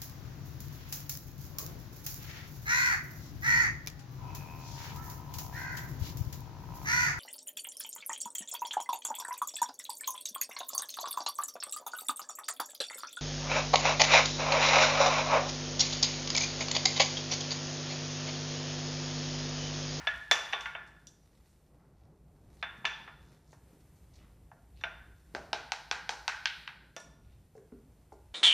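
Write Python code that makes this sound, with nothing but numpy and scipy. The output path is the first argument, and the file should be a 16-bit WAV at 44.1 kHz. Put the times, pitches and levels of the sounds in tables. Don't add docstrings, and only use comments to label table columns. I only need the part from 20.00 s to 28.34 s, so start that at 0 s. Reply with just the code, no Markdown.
import sys
import numpy as np
from scipy import signal
from scipy.fft import rfft, irfft, next_fast_len
from scipy.io import wavfile
from scipy.ndimage import map_coordinates

SR = 44100
rng = np.random.default_rng(int(sys.argv[2]) if len(sys.argv) > 2 else 0)


def digitize_waveform(pressure):
    field = np.atleast_2d(pressure).T
    bounded = np.clip(field, -1, 1)
    quanta = np.round(bounded * 32767).astype(np.int16)
    wavfile.write(sys.argv[1], SR, quanta)


N = 367794
CONTACT_SAMPLES = SR // 6
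LN_1000 = np.log(1000)

# start in seconds, attack level in dB in each of the four REGISTERS_HZ,
# ring gain in dB, favoured frequency in Hz.
RIM_TAPS = [(-0.15, -31, -26.5, -31.5, -38, -1.5, 1430), (0.0711, -36, -27.5, -29.5, -45.5, 2.5, 1497),
            (0.3125, -27.5, -22.5, -21.5, -26, 1, 3440), (0.527, -45, -36.5, -41.5, -50, 5, 1540),
            (0.533, -34.5, -32, -32, -53, 2.5, 3340), (0.6088, -64, -53, -51.5, -51.5, -20, 5800),
            (0.6581, -46.5, -36, -42.5, -59.5, 7.5, 1510), (0.7512, -45.5, -40.5, -43.5, -89, -0.5, 3500),
            (1.0704, -76, -82.5, -59, -52, -1, 5730), (2.627, -42.5, -35, -38.5, -55.5, -2.5, 3640),
            (2.845, -41.5, -47, -52, -81, 5, 1440), (2.853, -39.5, -30.5, -30, -43.5, 1, 3340),
            (3.078, -52.5, -49.5, -59.5, -76.5, -5.5, 1380), (3.53, -58, -64, -75, -80.5, -2.5, 846),
            (4.516, -54.5, -59, -76.5, -79.5, 1, 850), (4.812, -65.5, -58, -61, -64, 0.5, 3460),
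            (4.838, -40, -34, -36, -53.5, 2, 1553), (6.9651, -46, -49, -49, -49, 5.5, 5670)]
# frequency in Hz, relative level in dB, t60 in seconds.
RIM_MODES = [(672, -10, .035), (864, -7.5, 0.018), (1136, -15.5, 0.06), (1200, -22, .04),
             (1428, -16.5, 0.12), (1530, -21.5, .06), (1745, -11.5, 0.11), (1801, -12.5, .05),
             (2260, -10, 0.019), (2220, -11.5, .015), (2720, -8, 0.0074), (3512, -3.5, 0.033),
             (3541, -9.5, 0.046), (4330, -19.5, 0.019), (5760, -12, 0.048), (7600, -23, 0.0045),
             (10860, -27, 0.012)]
# frequency in Hz, gain in dB.
RIM_CRACK_EQ = [(150, -20.5), (300, -16.5), (480, -5.5), (700, -6), (1500, 4), (2800, 6.5), (4200, -1.5),
                (6000, -1.5), (7500, -12), (9200, -25.5), (11000, -25), (14000, -37.5)]


def rim_taps(echoes, favour_db=9.5, favour_log_width=0.11):
    out = np.zeros(N)
    hz, db, t60_s = np.transpose(RIM_MODES)
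    for start_s, *levels_db, ring_db, favoured_hz in RIM_TAPS:
        nearness = np.exp(-(np.log(hz / favoured_hz) / favour_log_width) ** 2)
        modes = zip(hz, db + ring_db + favour_db * nearness, t60_s)
        paths = room_response(echoes, scatter_db=-18.0, scatter_s=0.004)
        add(out, start_s, blow(levels_db, modes, RIM_CRACK_EQ, paths, crack_db=25.0, spread_db=4.0))
    return out


# start in seconds, attack level in dB in each of the four REGISTERS_HZ.
BOTTOM_KNOCKS = [(5.3497, -38.5, -39, -46.5, -50), (5.531, -32, -36, -34, -41),
                 (5.72, -36, -36, -35.5, -40), (5.9129, -38, -33.5, -33.5, -38),
                 (6.0924, -36, -36, -37, -41), (6.2796, -36.5, -33, -34, -39.5),
                 (6.4569, -43, -31, -29.5, -40), (6.6765, -56.5, -41.5, -43.5, -61.5)]
# frequency in Hz, relative level in dB, t60 in seconds.
BOTTOM_MODES = [(530, -13, 0.027), (765, 6.5, 0.0047), (860, 8.5, 0.018), (1498, -3.5, 0.025),
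                (1660, -5, 0.042), (2380, -16.5, 0.033), (2730, -8, 0.0023), (3737, -5, 0.03),
                (5500, -26, 0.013), (5490, -9, 0.0086)]
# frequency in Hz, gain in dB.
BOTTOM_CRACK_EQ = [(150, -11), (300, -37.5), (480, -7.5), (750, -15.5), (1500, 5), (2600, 6.5), (4200, 8.5),
                   (6000, 8), (7500, -1.5), (9200, -12), (14000, -26.5)]


def bottom_knocks(echoes):
    out = np.zeros(N)
    for start_s, *levels_db in BOTTOM_KNOCKS:
        paths = room_response(echoes, scatter_db=-13.5, scatter_s=0.0016)
        knock = blow(levels_db, BOTTOM_MODES, BOTTOM_CRACK_EQ, paths, crack_db=28.5, spread_db=2.5)
        add(out, start_s, knock)
    return out


# lower limit in Hz, upper limit in Hz.
REGISTERS_HZ = [(300, 1150), (1150, 2400), (2400, 4500), (4500, 12000)]


def blow(levels_db, modes, crack_eq, paths, crack_db, spread_db, detune=0.008):
    t = np.arange(CONTACT_SAMPLES) / SR
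    sound = from_db(crack_db) * colour(signal.unit_impulse(CONTACT_SAMPLES), crack_eq)
    for k, (hz, db, t60_s) in enumerate(modes):
        loaded_hz = hz * (1 + detune * rng.normal())
        gain = (-1) ** k * from_db(db + spread_db * rng.normal())
        sound += gain * np.sin(2 * np.pi * loaded_hz * t) * decay(t, t60_s)
    bass_cut = signal.butter(2, 300, "high", fs=SR, output="sos")
    sound = signal.fftconvolve(signal.sosfilt(bass_cut, sound), paths)[:len(paths)]
    attack_samples = round(0.015 * SR)
    centres_hz = np.sqrt(np.prod(REGISTERS_HZ, axis=1))
    for _ in range(2):
        attack_rms = [rms(band(sound[:attack_samples], *limits_hz)) for limits_hz in REGISTERS_HZ]
        gains_db = np.array(levels_db) - 20 * np.log10(attack_rms)
        sound = colour(sound, np.column_stack([centres_hz, gains_db]))
    return sound


# start in seconds, relative level in dB, centre in Hz, rub t60 in seconds.
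SOFT_BUMPS = [(2.121, -66, 370, 0.092), (2.781, -59.5, 185, 0.11), (3.27, -66, 257.4, 0.12),
              (3.73, -60, 325, 0.051), (5.342, -54.5, 344, 0.013), (7.552, -53, 481, 0.03),
              (7.57, -54.5, 380, 0.063), (7.579, -70, 1317, 0.023), (7.721, -48, 308, 0.04),
              (8.121, -52.5, 736, 0.032), (8.124, -54, 365, 0.019)]


def bumps(band_ratio=1.3, gain_db=-0.5, rub_db=-10.0):
    out = np.zeros(N)
    t = np.arange(CONTACT_SAMPLES) / SR
    for start_s, db, hz, t60_s in SOFT_BUMPS:
        rub = from_db(rub_db) * rng.standard_normal(len(t)) * decay(t, t60_s)
        thud = band(signal.unit_impulse(len(t)) + rub, hz / band_ratio, hz * band_ratio)
        add(out, start_s, from_db(db + gain_db) * thud / rms(thud[:SR // 50]))
    return out


# peak time in seconds, half-width in seconds, relative level in dB, centre in Hz. # The short, loud
# row at 7 s is a light bounce of the spoon on the rim.
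SLIME_SMACKS = [(0.875, 0.013, -68.5, 5700), (1.5, 0.059, -73.5, 6400), (1.828, 0.038, -65, 1038),
                (2.054, 0.1, -70, 603), (2.552, 0.033, -72, 7300), (2.607, 0.033, -67, 3954),
                (3.286, 0.035, -71, 4800), (3.51, 0.051, -68, 5530), (3.72, 0.15, -70.5, 447),
                (3.976, 0.041, -74, 5850), (4.156, 0.047, -67.5, 4800), (4.209, 0.094, -68.5, 2540),
                (4.237, 0.091, -71.5, 1150), (4.787, 0.045, -64, 3360), (7, 0.0052, -52.5, 5800),
                (7.332, 0.16, -77, 2906), (7.569, 0.03, -69, 6050), (8.134, 0.025, -72, 6000)]


def smacks(band_ratio=1.35, gain_db=-2.0):
    out = np.zeros(N)
    t = np.arange(SR // 2) / SR - 0.25
    for peak_s, half_width_s, db, hz in SLIME_SMACKS:
        pops = air_pops(len(t), pops_per_s=1500, size_db=6.0)
        pops = band(pops + 1e-18, hz / band_ratio, hz * band_ratio)
        swell = np.exp(-2 * (t / half_width_s) ** 2)
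        add(out, peak_s + t[0], from_db(db + gain_db) * swell * pops / rms(pops))
    return out


# time in seconds, relative level in dB.
STIR_EFFORT = [(0, -69), (1.0, -78.5), (2.2, -84), (3.3, -78.5), (4.1, -86), (4.6, -80), (6.5, -85),
               (7.2, -87), (8.34, -82)]
# frequency in Hz, gain in dB.
SQUELCH_EQ = [(300, -10), (900, 6.5), (2500, 2), (5500, 2), (8000, -5), (14000, -12.5)]


def squelch(clump_db=3, clumps_per_s=9):
    pops = colour(air_pops(N, pops_per_s=400, size_db=4.0), SQUELCH_EQ)
    return from_db(in_time(STIR_EFFORT) + clump_db * drift(clumps_per_s)) * pops / rms(pops)


def air_pops(samples, pops_per_s, size_db):
    sizes = from_db(size_db * np.minimum(rng.exponential(1, samples), 4))
    signs = rng.choice([-1, 1], samples)
    return sizes * signs * (rng.random(samples) < pops_per_s / SR)


# delay in seconds, linear gain.
FIRST_REFLECTIONS = [(.0011, 0.15), (.0047, -0.18), (.0078, 0.045), (.0146, 0.23), (0.0178, -0.21),
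                     (.043, 0.14)]


def room_response(echoes, scatter_db=-22.5, scatter_s=0.0035, shared_weight=0.4):
    blend = rng.standard_normal(len(echoes))
    blend[0] = shared_weight
    response = blend @ echoes / np.linalg.norm(blend)
    t = np.arange(SR // 25) / SR
    response[:len(t)] += from_db(scatter_db) * rng.standard_normal(len(t)) * np.exp(-t / scatter_s)
    response[0] += 1
    for delay_s, gain in FIRST_REFLECTIONS:
        response[round(delay_s * SR)] += gain
    return response


# frequency in Hz, t60 in seconds, relative echo energy in dB.
ROOM_DECAY = [(200.9, 0.42, 1.5), (492, 0.61, -3), (890, .65, -1.5), (1620, 0.74, -1.5), (2720, 0.46, -5),
              (4000, 0.93, -8.5), (5900, .47, -3.5), (12000, 0.4, -1)]


def room_echo(early_db=-2.0, early_t60_s=0.1, build_s=0.0068):
    t = np.arange(2 * SR // 3) / SR
    room = np.array(ROOM_DECAY)
    edges_hz = np.geomspace(100, 16000, 15)
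    white = rng.standard_normal((2, len(t))) / np.sqrt(SR)
    early = from_db(early_db) * decay(t, early_t60_s) / np.sqrt(early_t60_s)
    tail = np.zeros(len(t))
    for k, (low_hz, high_hz) in enumerate(zip(edges_hz, edges_hz[1:])):
        hz = np.sqrt(low_hz * high_hz)
        t60_s, late_db = at_hz(room[:, [0, 1]], hz), at_hz(room[:, [0, 2]], hz)
        late = from_db(late_db) * decay(t, t60_s) / np.sqrt(t60_s)
        tail += band(white[k % 2], low_hz, high_hz) * np.hypot(late, early) * np.sqrt(2 * LN_1000)
    return tail * (1 - np.exp(-t / build_s))


# frequency in Hz, side gain in dB.
BOWL_SIDE_EQ = [(3200, -67), (4500, -26), (5600, -20), (8000, -10), (14000, -8.5)]


def widen(mid, spread_s=0.005):
    t = np.arange(SR // 25) / SR
    scatter = rng.standard_normal(len(t)) * np.exp(-t / spread_s)
    scatter /= np.linalg.norm(scatter)
    side = colour(signal.oaconvolve(mid, scatter)[:N], BOWL_SIDE_EQ)
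    return np.array([mid + side, mid - side])


# time in seconds, relative level in dB.
SHIFT_LEVELS = [(0.0, -66.5), (0.86, -67.5), (1.32, -70.5), (3.07, -63), (3.34, -65.5), (5.99, -68.5),
                (6.2, -69), (7.76, -67), (8.34, -71)]
# frequency in Hz, gain in dB.
SHIFT_EQ = [(70, -11.5), (150, 7), (220, -3.5), (330, -6), (500, -10.5), (800, -14), (1500, -27),
            (4000, -48.5)]


def shifting(gain_db=1.5, lump_db=2, lumps_per_s=12):
    return from_db(in_time(SHIFT_LEVELS) + gain_db + lump_db * drift(lumps_per_s)) * noise(SHIFT_EQ)


# time in seconds, relative level in dB.
RUMBLE_LEVELS = [(0.05, -56.5), (0.09, -65), (0.18, -53), (0.25, -66.5), (1.87, -65.5), (2.23, -56),
                 (3.07, -68), (3.23, -54), (3.32, -68.5), (4.04, -59), (6.88, -65.5), (7.02, -74),
                 (7.24, -61), (8.09, -64.5), (8.2, -57.5)]
# frequency in Hz, gain in dB.
RUMBLE_EQ = [(20, -24), (35, -11.5), (48, -7), (57, 5), (70, -3.5), (100, -6.5), (160, -19.5), (300, -30.5),
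             (1000, -55.5)]


def rumble(gain_db=1.0, waver_db=1.97, wavers_per_s=5, hum_hz=54.5, hum_db=-71):
    hum = from_db(hum_db) * np.sqrt(2) * np.sin(2 * np.pi * hum_hz * np.arange(N) / SR)
    level_db = in_time(RUMBLE_LEVELS) + gain_db + waver_db * drift(wavers_per_s)
    return hum + from_db(level_db) * noise(RUMBLE_EQ)


# time in seconds, relative level in dB.
HISS_LEVELS = [(0.06, -89), (0.36, -79), (0.5, -73.5), (0.81, -86.5), (1.53, -83.5), (2.05, -91.5),
               (2.35, -86), (2.63, -81), (3.45, -84), (3.71, -78.5), (4.37, -81), (4.58, -82), (5.98, -78),
               (6.6, -76.5), (6.78, -84.5), (7.45, -83.5), (7.66, -83), (8.3, -82)]
# frequency in Hz, gain in dB.
HISS_EQ = [(300, 9), (1000, 2), (2000, 3.5), (4000, -2.5), (6000, -3.5), (9000, 0.5), (12000, -2),
           (14500, -1)]
# frequency in Hz, side gain in dB.
HISS_SIDE_EQ = [(2500, -49.5), (4000, -20), (6500, -2), (11000, -4), (14000, -3.5)]


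def hiss(gain_db=7.0, waver_db=0.5, wavers_per_s=5):
    mid = noise(HISS_EQ)
    side = colour(noise(HISS_EQ), HISS_SIDE_EQ)
    level_db = in_time(HISS_LEVELS) + gain_db + waver_db * drift(wavers_per_s)
    return from_db(level_db) * np.array([mid + side, mid - side])


def from_db(db):
    return 10 ** (np.asarray(db) / 20)


def rms(x):
    return np.sqrt(np.mean(x ** 2) + 1e-24)


def decay(t, t60_s):
    return np.exp(-LN_1000 * t / t60_s)


def in_time(rows):
    return np.interp(np.arange(N) / SR, *np.transpose(rows))


def at_hz(rows, hz):
    knots_hz, values = np.transpose(rows)
    return np.interp(np.log(np.maximum(hz, 1)), np.log(knots_hz), values)


def colour(x, eq):
    size = 2 * next_fast_len(len(x) // 2 + 2048)
    bins_hz = np.arange(size // 2 + 1) * SR / size
    cepstrum = irfft(np.log(from_db(at_hz(eq, bins_hz))))
    cepstrum[1:size // 2] *= 2
    cepstrum[size // 2 + 1:] = 0
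    return irfft(rfft(x, size) * np.exp(rfft(cepstrum)))[:len(x)]


def band(x, low_hz, high_hz):
    limits_hz = [low_hz, min(high_hz, SR / 2 - 1000)]
    return signal.sosfilt(signal.butter(2, limits_hz, "band", fs=SR, output="sos"), x)


def noise(eq):
    x = colour(rng.standard_normal(N), eq)
    return x / rms(x)


def drift(knots_per_s):
    knots = rng.standard_normal(200)
    position = np.arange(N) / SR * knots_per_s
    return map_coordinates(knots, [position], order=1, mode="wrap") * np.sqrt(3 / 2)


def add(track, start_s, sound):
    start = round(start_s * SR)
    first, last = max(start, 0), min(start + len(sound), N)
    if last > first:
        track[first:last] += sound[first - start:last - start]


def scene(echo_db=3.0, soft_db=-4.0):
    echoes = from_db(echo_db) * np.array([room_echo() for _ in range(4)])
    soft = signal.oaconvolve(bumps() + smacks() + squelch(), room_response(echoes))[:N]
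    bowl = rim_taps(echoes) + bottom_knocks(echoes) + from_db(soft_db) * soft
    return widen(bowl) + rumble() + shifting() + hiss()


def record(dry):
    cutoff_hz = 14250
    return signal.sosfilt(signal.ellip(14, 0.2, 70, cutoff_hz, fs=SR, output="sos"), dry)


dry = scene()
out = record(dry)
digitize_waveform(out)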